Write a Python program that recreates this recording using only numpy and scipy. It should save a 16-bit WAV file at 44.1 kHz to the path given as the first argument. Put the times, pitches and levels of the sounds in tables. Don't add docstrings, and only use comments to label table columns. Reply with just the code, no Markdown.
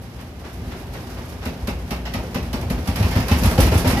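import sys
import numpy as np
from scipy import signal
from scipy.fft import rfft, irfft
from scipy.io import wavfile

SR = 44100
rng = np.random.default_rng(int(sys.argv[2]) if len(sys.argv) > 2 else 0)


def transcribe(u):
    v = np.clip(np.atleast_2d(u).T, -1, 1)
    q = np.round(v * 32767).astype(np.int16)
    wavfile.write(sys.argv[1], SR, q)


N = 176400
TIME = np.arange(N) / SR
ROCKING_FROM_S = 2.85

# (time [s], body note [dB], panel ring [dB], clang [dB])
THUDS = [(0.596, -46, -39, -45), (1.463, -24.5, -25.5, -25), (1.682, -20.5, -22, -25),
         (1.916, -24, -21.5, -27), (2.147, -23, -23, -29), (2.19, -37, -31, -29.5),
         (2.358, -22, -20.5, -39), (2.541, -21, -20.5, -23), (2.623, -47, -39, -28.5),
         (2.707, -18, -21, -23.5), (2.78, -26, -31, -27), (2.885, -18, -25, -24), (3.001, -19, -20.5, -21),
         (3.052, -27, -30, -25.5), (3.16, -20, -16.5, -18.5), (3.184, -19, -32, -23),
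         (3.314, -12.5, -16.5, -19), (3.366, -25, -23, -40), (3.424, -17.5, -34, -24),
         (3.457, -14, -34, -25), (3.512, -28, -19.5, -20.5), (3.578, -28, -30, -19),
         (3.587, -18, -9.5, -18), (3.66, -16, -15.5, -21), (3.718, -35, -31, -15), (3.749, -24, -19, -31),
         (3.845, -23, -18.5, -15), (3.865, -21, -19, -20), (3.931, -17.5, -24, -39),
         (3.978, -19.5, -28, -21.5)]
# (pitch [Hz], level [dB], time to fade by 60 dB [s])
CABINET_NOTES = [(82, -15, 0.32), (140, -3.5, 0.1), (175.6, -1, 0.3), (212, -17, 0.093), (249.2, -12, 0.34),
                 (315, -8, 0.27), (392.4, -10.5, 0.14), (475.3, -22.5, 0.27), (544.3, -13, 0.24),
                 (595, -11, 0.16)]
# (frequency [Hz], level [dB])
PANEL_TONE = [(60, 9), (110, -3.5), (170, -10), (250, 2), (330, -5), (450, -31), (800, -44), (2000, -37)]
CLANG_TONE = [(150, -3), (330, -7.5), (520, -5.5), (800, -9), (1100, -17.5), (1600, -22.5), (3000, -27),
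              (8000, -42)]
# (time [s], level [dB], pitch [Hz])
FRAME_BOOMS = [(.609, -25, 71.5), (.665, -27, 68.6), (.885, -27, 69.5), (1.278, -37, 69),
               (1.463, -20.5, 77), (1.623, -21.5, 65.5), (1.68, -37, 80), (1.911, -28, 77),
               (2.166, -26, 67), (2.354, -31, 77.4), (2.62, -25, 77), (2.654, -21.5, 73), (2.704, -32, 87),
               (2.777, -21, 66.4), (2.818, -24, 75), (2.877, -16, 85), (3.002, -11, 102.4), (3.04, -12, 85),
               (3.106, -23, 81.5), (3.155, -11, 95), (3.193, -16, 90.5), (3.315, -7.5, 83.5),
               (3.354, -15.5, 77.5), (3.438, -13, 96), (3.466, -9.5, 72), (3.505, -19, 62),
               (3.582, -14.5, 158), (3.587, -9.5, 92.5), (3.648, -14, 86), (3.715, -14.5, 86),
               (3.752, -8, 89), (3.866, -10.5, 88), (3.916, -18.5, 89)]
DRUM_KNOCKS = [(3.312, -25.5, 846), (3.573, -24, 795), (3.584, -14.5, 523), (3.853, -25.5, 540)]
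# (time [s], clack [dB], rattle [dB])
KNOCKS = [(1.453, -31, -38.5), (1.671, -28, -36), (1.906, -27.5, -37), (2.053, -29, -74),
          (2.136, -26.5, -37.5), (2.344, -26.5, -39), (2.425, -42, -46), (2.529, -28, -36.5),
          (2.61, -39, -42), (2.699, -31.5, -34), (2.873, -29, -33.5), (2.956, -27.5, -33),
          (3.025, -26, -36), (3.11, -28, -39), (3.153, -25.5, -40), (3.2, -29.5, -37), (3.281, -24, -31),
          (3.313, -21.5, -31), (3.385, -46, -30.5), (3.433, -24, -26.5), (3.454, -26.5, -26.5),
          (3.509, -40, -31), (3.578, -22.5, -34), (3.601, -24.5, -20), (3.625, -24.5, -27),
          (3.665, -27.5, -31), (3.716, -26.5, -35), (3.739, -27.5, -31.5), (3.776, -48, -25),
          (3.852, -26, -38), (3.873, -24, -23.5), (3.9, -25.5, -27.5), (3.97, -25.5, -28.5)]
# (frequency [Hz], level [dB])
CRACK_TONE = [(1000, 0), (2000, 3), (3000, -1), (5700, 2), (7500, -9), (11000, 0.5), (14500, -3)]
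CLACK_TONE = [(200, -34), (600, 8.5), (1000, 5.5), (1500, 1), (1900, 2.5), (2800, 3.5), (3400, -5.5),
              (5700, -4), (7500, -32), (15000, -17)]
RATTLE_TONE = [(1000, -14), (3000, 2.5), (5700, 3), (7400, -2), (9000, 2), (12000, 5), (14500, -6)]
# (frequency [Hz], level [dB])
CHATTER_LEVEL = [(0, -47.5), (.4, -46), (.6, -44), (1.3, -43.5), (1.8, -46.5), (2.3, -43.5), (2.85, -38.5),
                 (3.05, -32), (3.25, -34.5), (3.45, -28), (4, -31)]
CHATTER_TONE = [(300, 5), (900, -1), (1600, -2), (2700, -7), (3500, -10.5), (5700, -6), (7400, -19.5),
                (10000, -13), (12500, -9), (15000, -39)]
# (time [s], length [s], pitch [Hz], level [dB])
SQUEAKS = [(2.21, .09, 475, -39), (2.33, 0.1, 491, -36), (3.37, 0.02, 12600, -39),
           (3.416, .028, 12400, -40), (3.964, 0.026, 807, -25.5), (3.966, 0.036, 1980, -28.5)]
# (frequency [Hz], level [dB])
BRUSHES = [(.18, -40), (0.434, -36.5), (.70, -35.5), (0.929, -35), (1.16, -38), (1.41, -34.5)]
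BRUSH_TONE = [(150, -10), (300, 0), (800, -4.5), (1500, -6.5), (2800, -11.5), (5500, -19.5), (8000, -29),
              (15000, -32)]
# (time [s], level [dB])
RUSTLES = [(.01, -48), (.195, -47), (.52, -46), (.77, -49), (.92, -45), (1.015, -51), (1.24, -49),
           (1.28, -46)]
# (frequency [Hz], level [dB])
RUMBLE_LEVEL = [(0, -35.5), (.52, -36.5), (.62, -32), (.95, -33), (1.3, -33), (2, -32), (2.5, -30.5),
                (3, -28.5), (3.5, -26.5), (4, -26)]
RUMBLE_TONE = [(15, -38), (26, -22), (37, -25), (52, -2), (70, -2), (90, -3.5), (140, -10.5), (200, -15.5),
               (250, -8), (295, -16), (375, -17), (440, -19), (780, -22.5), (1200, -29.5), (3000, -34.5),
               (8000, -48.5)]
# (pitch [Hz], level against the rumble [dB])
HUM_NOTES = [(59.5, -6), (120, -11.5), (179, -12), (239, -19.5), (382, -21), (797, -25.5)]
# (frequency [Hz], time to fade by 60 dB [s])
RING_TIMES = [(60, 0.15), (250, 0.42), (800, 0.32), (2500, 0.33), (6000, 0.24), (14000, 0.19)]
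# (frequency [Hz], width [dB], right over left [dB])
STEREO = [(60, -23, -1.6), (125, -17.5, 1), (250, -17, -0.5), (500, -11, -1.3), (1010, -6.5, -2),
          (1790, 0, 0), (4170, -0.5, 5.5), (7860, 0.5, 10.5), (10800, 11, 17), (13600, -29, 3)]


def thuds(body_hz=219.7, clang_above_hz=400, notes_db=-4, spread_db=1.5):
    times, body_db, panel_db, clang_db = np.transpose(THUDS)
    pitches = body_hz * (1 + 0.032 * rng.standard_normal(len(times)))
    out = short_notes(zip(times, body_db, pitches), rise_s=0.0045, shape=1.05)
    for hz, db, fade_s in CABINET_NOTES:
        blow_db = panel_db if hz < clang_above_hz else clang_db
        chance_db = spread_db * rng.standard_normal(len(times))
        clicks = np.zeros(N)
        clicks[(times * SR).astype(int)] = -from_db(blow_db + db + notes_db + chance_db)
        decay = np.exp(-np.log(1000) / (fade_s * SR))
        step = 2 * np.pi * hz / SR
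        out += signal.lfilter([0, np.sin(step)], [1, -2 * decay * np.cos(step), decay ** 2], clicks + 1e-18)
    hits = bounces(times, panel_db + 27, bounce_s=0.008, bounce_db=-7.5)
    panels = ring(hits, PANEL_TONE, early_db=-15.5, early_s=0.0026)
    hits = bounces(times, clang_db + 27, bounce_s=0.008, bounce_db=-13)
    clang = ring(hits, CLANG_TONE, early_db=-3.5, early_s=0.0054)
    return out + panels + clang


def booms(lowest_hz=38):
    frame = short_notes(FRAME_BOOMS, rise_s=0.0096, shape=1.61)
    drum = short_notes(DRUM_KNOCKS, rise_s=0.0076, shape=2.8)
    low_cut = signal.butter(4, lowest_hz, "high", fs=SR, output="sos")
    return signal.sosfilt(low_cut, frame) + drum


def knocks(spots=5):
    out = 0
    for spot in range(spots):
        times, clack_db, rattle_db = np.transpose(KNOCKS[spot::spots])
        hits = bounces(times, clack_db + 30.5, bounce_s=0.0075, bounce_db=-7)
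        out += ring(hits, CLACK_TONE, early_db=-9, early_s=0.046)
        hits = bounces(times, rattle_db + 27.5, bounce_s=0.004, bounce_db=-5)
        out += ring(hits, RATTLE_TONE, early_db=3, early_s=0.026)
    return out


def cracks(soften_db_per_s=10):
    rows = [(s, rattle_db + 7 - soften_db_per_s * time_rocking(s)) for s, _, rattle_db in KNOCKS]
    grain = from_db(0.5 * drift(760))
    return swells(rows, rise_s=0.004, fall_s=0.0035) * grain * noise(CRACK_TONE)


def chatter(parts=3, ticks_per_s=550):
    out = 0
    for _ in range(parts):
        ticks = (rng.random(N) < ticks_per_s / parts / SR) * rng.choice([-1, 1], N)
        size_db = 4 * np.minimum(rng.exponential(1, N), 4)
        flurry_db = 2 * drift(1.7)
        clicks = normalize(ticks * from_db(size_db + flurry_db)) * level(CHATTER_LEVEL)
        out += ring(clicks, CHATTER_TONE, early_db=-8.5, early_s=0.0053)
    return out / np.sqrt(parts)


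def squeaks(waver_hz=40):
    out = 0
    for start, length, hz, db in SQUEAKS:
        progress = np.clip((TIME - start) / length, 0, 1)
        loudness = 2 * from_db(db) * np.sqrt(np.abs(np.sin(np.pi * progress)))
        out += stereo(loudness * sine(hz + waver_hz * drift(105.6)), 0, hz)
    return out


def brushes():
    grain = from_db(0.5 * drift(120))
    return swells(BRUSHES, rise_s=0.019, fall_s=0.068) * grain * noise(BRUSH_TONE)


def rustles():
    grain = from_db(2 * drift(300))
    return swells(RUSTLES, rise_s=0.017, fall_s=0.027) * grain * noise(RATTLE_TONE)


def motor(waver_db=0.5, waver_hz=1.245):
    hum = 0
    for hz, db in HUM_NOTES:
        loudness = np.sqrt(2) * from_db(db - waver_db * drift(3.3))
        hum += loudness * sine(hz + waver_hz * drift(4.7))
    return level(RUMBLE_LEVEL) * (hum + noise(RUMBLE_TONE))


def ring(clicks, tone, early_db, early_s):
    t = TIME[:SR // 2]
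    edges_hz = 45 * 2 ** np.arange(0, 8.7, 1 / 3)
    hiss = rng.standard_normal((2, 2, len(t)))
    echo = 0
    for k, (low, high) in enumerate(zip(edges_hz, edges_hz[1:])):
        hz = np.sqrt(low * high)
        early = from_db(early_db) * np.exp(-t / early_s)
        tail = np.exp(-np.log(1000) * t / at_hz(RING_TIMES, hz))
        band_filter = signal.butter(2, [low, high], "band", fs=SR, output="sos")
        middle, side = signal.sosfilt(band_filter, hiss[k % 2] * (early + tail))
        band = stereo(normalize(middle), normalize(side), hz)
        echo += band * from_db(at_hz(tone, hz)) * np.sqrt(high - low)
    return signal.fftconvolve(clicks[None], normalize(echo) / np.sqrt(len(t)), axes=1)[:, :N]


def bounces(times, levels_db, bounce_s, bounce_db, count=24):
    out = np.zeros(N + SR)
    for start, db in zip(times, levels_db):
        delays = np.append(0, (np.arange(count) + rng.random(count)) / count * 3)
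        stretch_s = bounce_s * (1 + 1.2 * time_rocking(start))
        sizes = np.append(1, from_db(bounce_db) * rng.standard_normal(count)) * np.exp(-delays / 2)
        samples = ((start + delays * stretch_s) * SR).astype(int)
        np.add.at(out, samples, from_db(db) * sizes / np.linalg.norm(sizes))
    return out[:N]


def short_notes(rows, rise_s, shape):
    out, t = np.zeros(N + SR), TIME[:SR // 4]
    loudness = (t / rise_s * np.exp(1 - t / rise_s)) ** shape
    for s, db, hz in rows:
        start = int(s * SR)
        out[start:start + len(t)] -= from_db(db) * np.sqrt(2) * loudness * np.sin(2 * np.pi * hz * t)
    return out[:N]


def swells(rows, rise_s, fall_s):
    out = 0
    for start, db in rows:
        rise = np.clip((TIME - start) / rise_s, 0, 1)
        fall = np.exp(-np.maximum(TIME - start - rise_s, 0) / fall_s)
        out += from_db(db) * rise * fall
    return out


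def noise(tone):
    hz = np.arange(N // 2 + 1) * SR / N
    middle, side = rfft(rng.standard_normal((2, N)))
    return normalize(irfft(stereo(middle, side, hz) * from_db(at_hz(tone, hz)), N))


def stereo(middle, side, hz):
    width = from_db(at_hz(STEREO, hz))
    lean = from_db(at_hz(STEREO, hz, column=2))
    left, right = middle + width * side, (middle - width * side) * lean
    return np.array([left, right]) / np.sqrt((1 + width ** 2) * (1 + lean ** 2))


def drift(rate_hz):
    hz = np.arange(N // 2 + 1) * SR / N
    return normalize(irfft(rfft(rng.standard_normal(N)) / (1 + (hz / rate_hz) ** 2), N))


def time_rocking(s):
    return max(s - ROCKING_FROM_S, 0)


def sine(hz):
    return np.sin(2 * np.pi * np.cumsum(hz) / SR)


def level(curve):
    return from_db(np.interp(TIME, *np.transpose(curve)))


def at_hz(table, hz, column=1):
    rows = np.array(table)
    return np.interp(np.log(np.maximum(hz, 1)), np.log(rows[:, 0]), rows[:, column])


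def normalize(x):
    return x / np.sqrt(np.mean(x ** 2) + 1e-20)


def from_db(db):
    return 10 ** (np.asarray(db) / 20)


def scene(left_delay_s=0.0001):
    background = motor() + brushes() + rustles()
    banging = cracks() + knocks() + booms() + thuds()
    left, right = background + banging + chatter() + squeaks()
    late_left = np.pad(left, (int(left_delay_s * SR), 0))[:N]
    return np.array([late_left, right])


def record(dry, top_hz=14750):
    treble_cut = signal.ellip(12, 0.2, 90, top_hz, fs=SR, output="sos")
    return signal.sosfilt(treble_cut, np.clip(dry, -1, 1))


dry = scene()
out = record(dry)
transcribe(out)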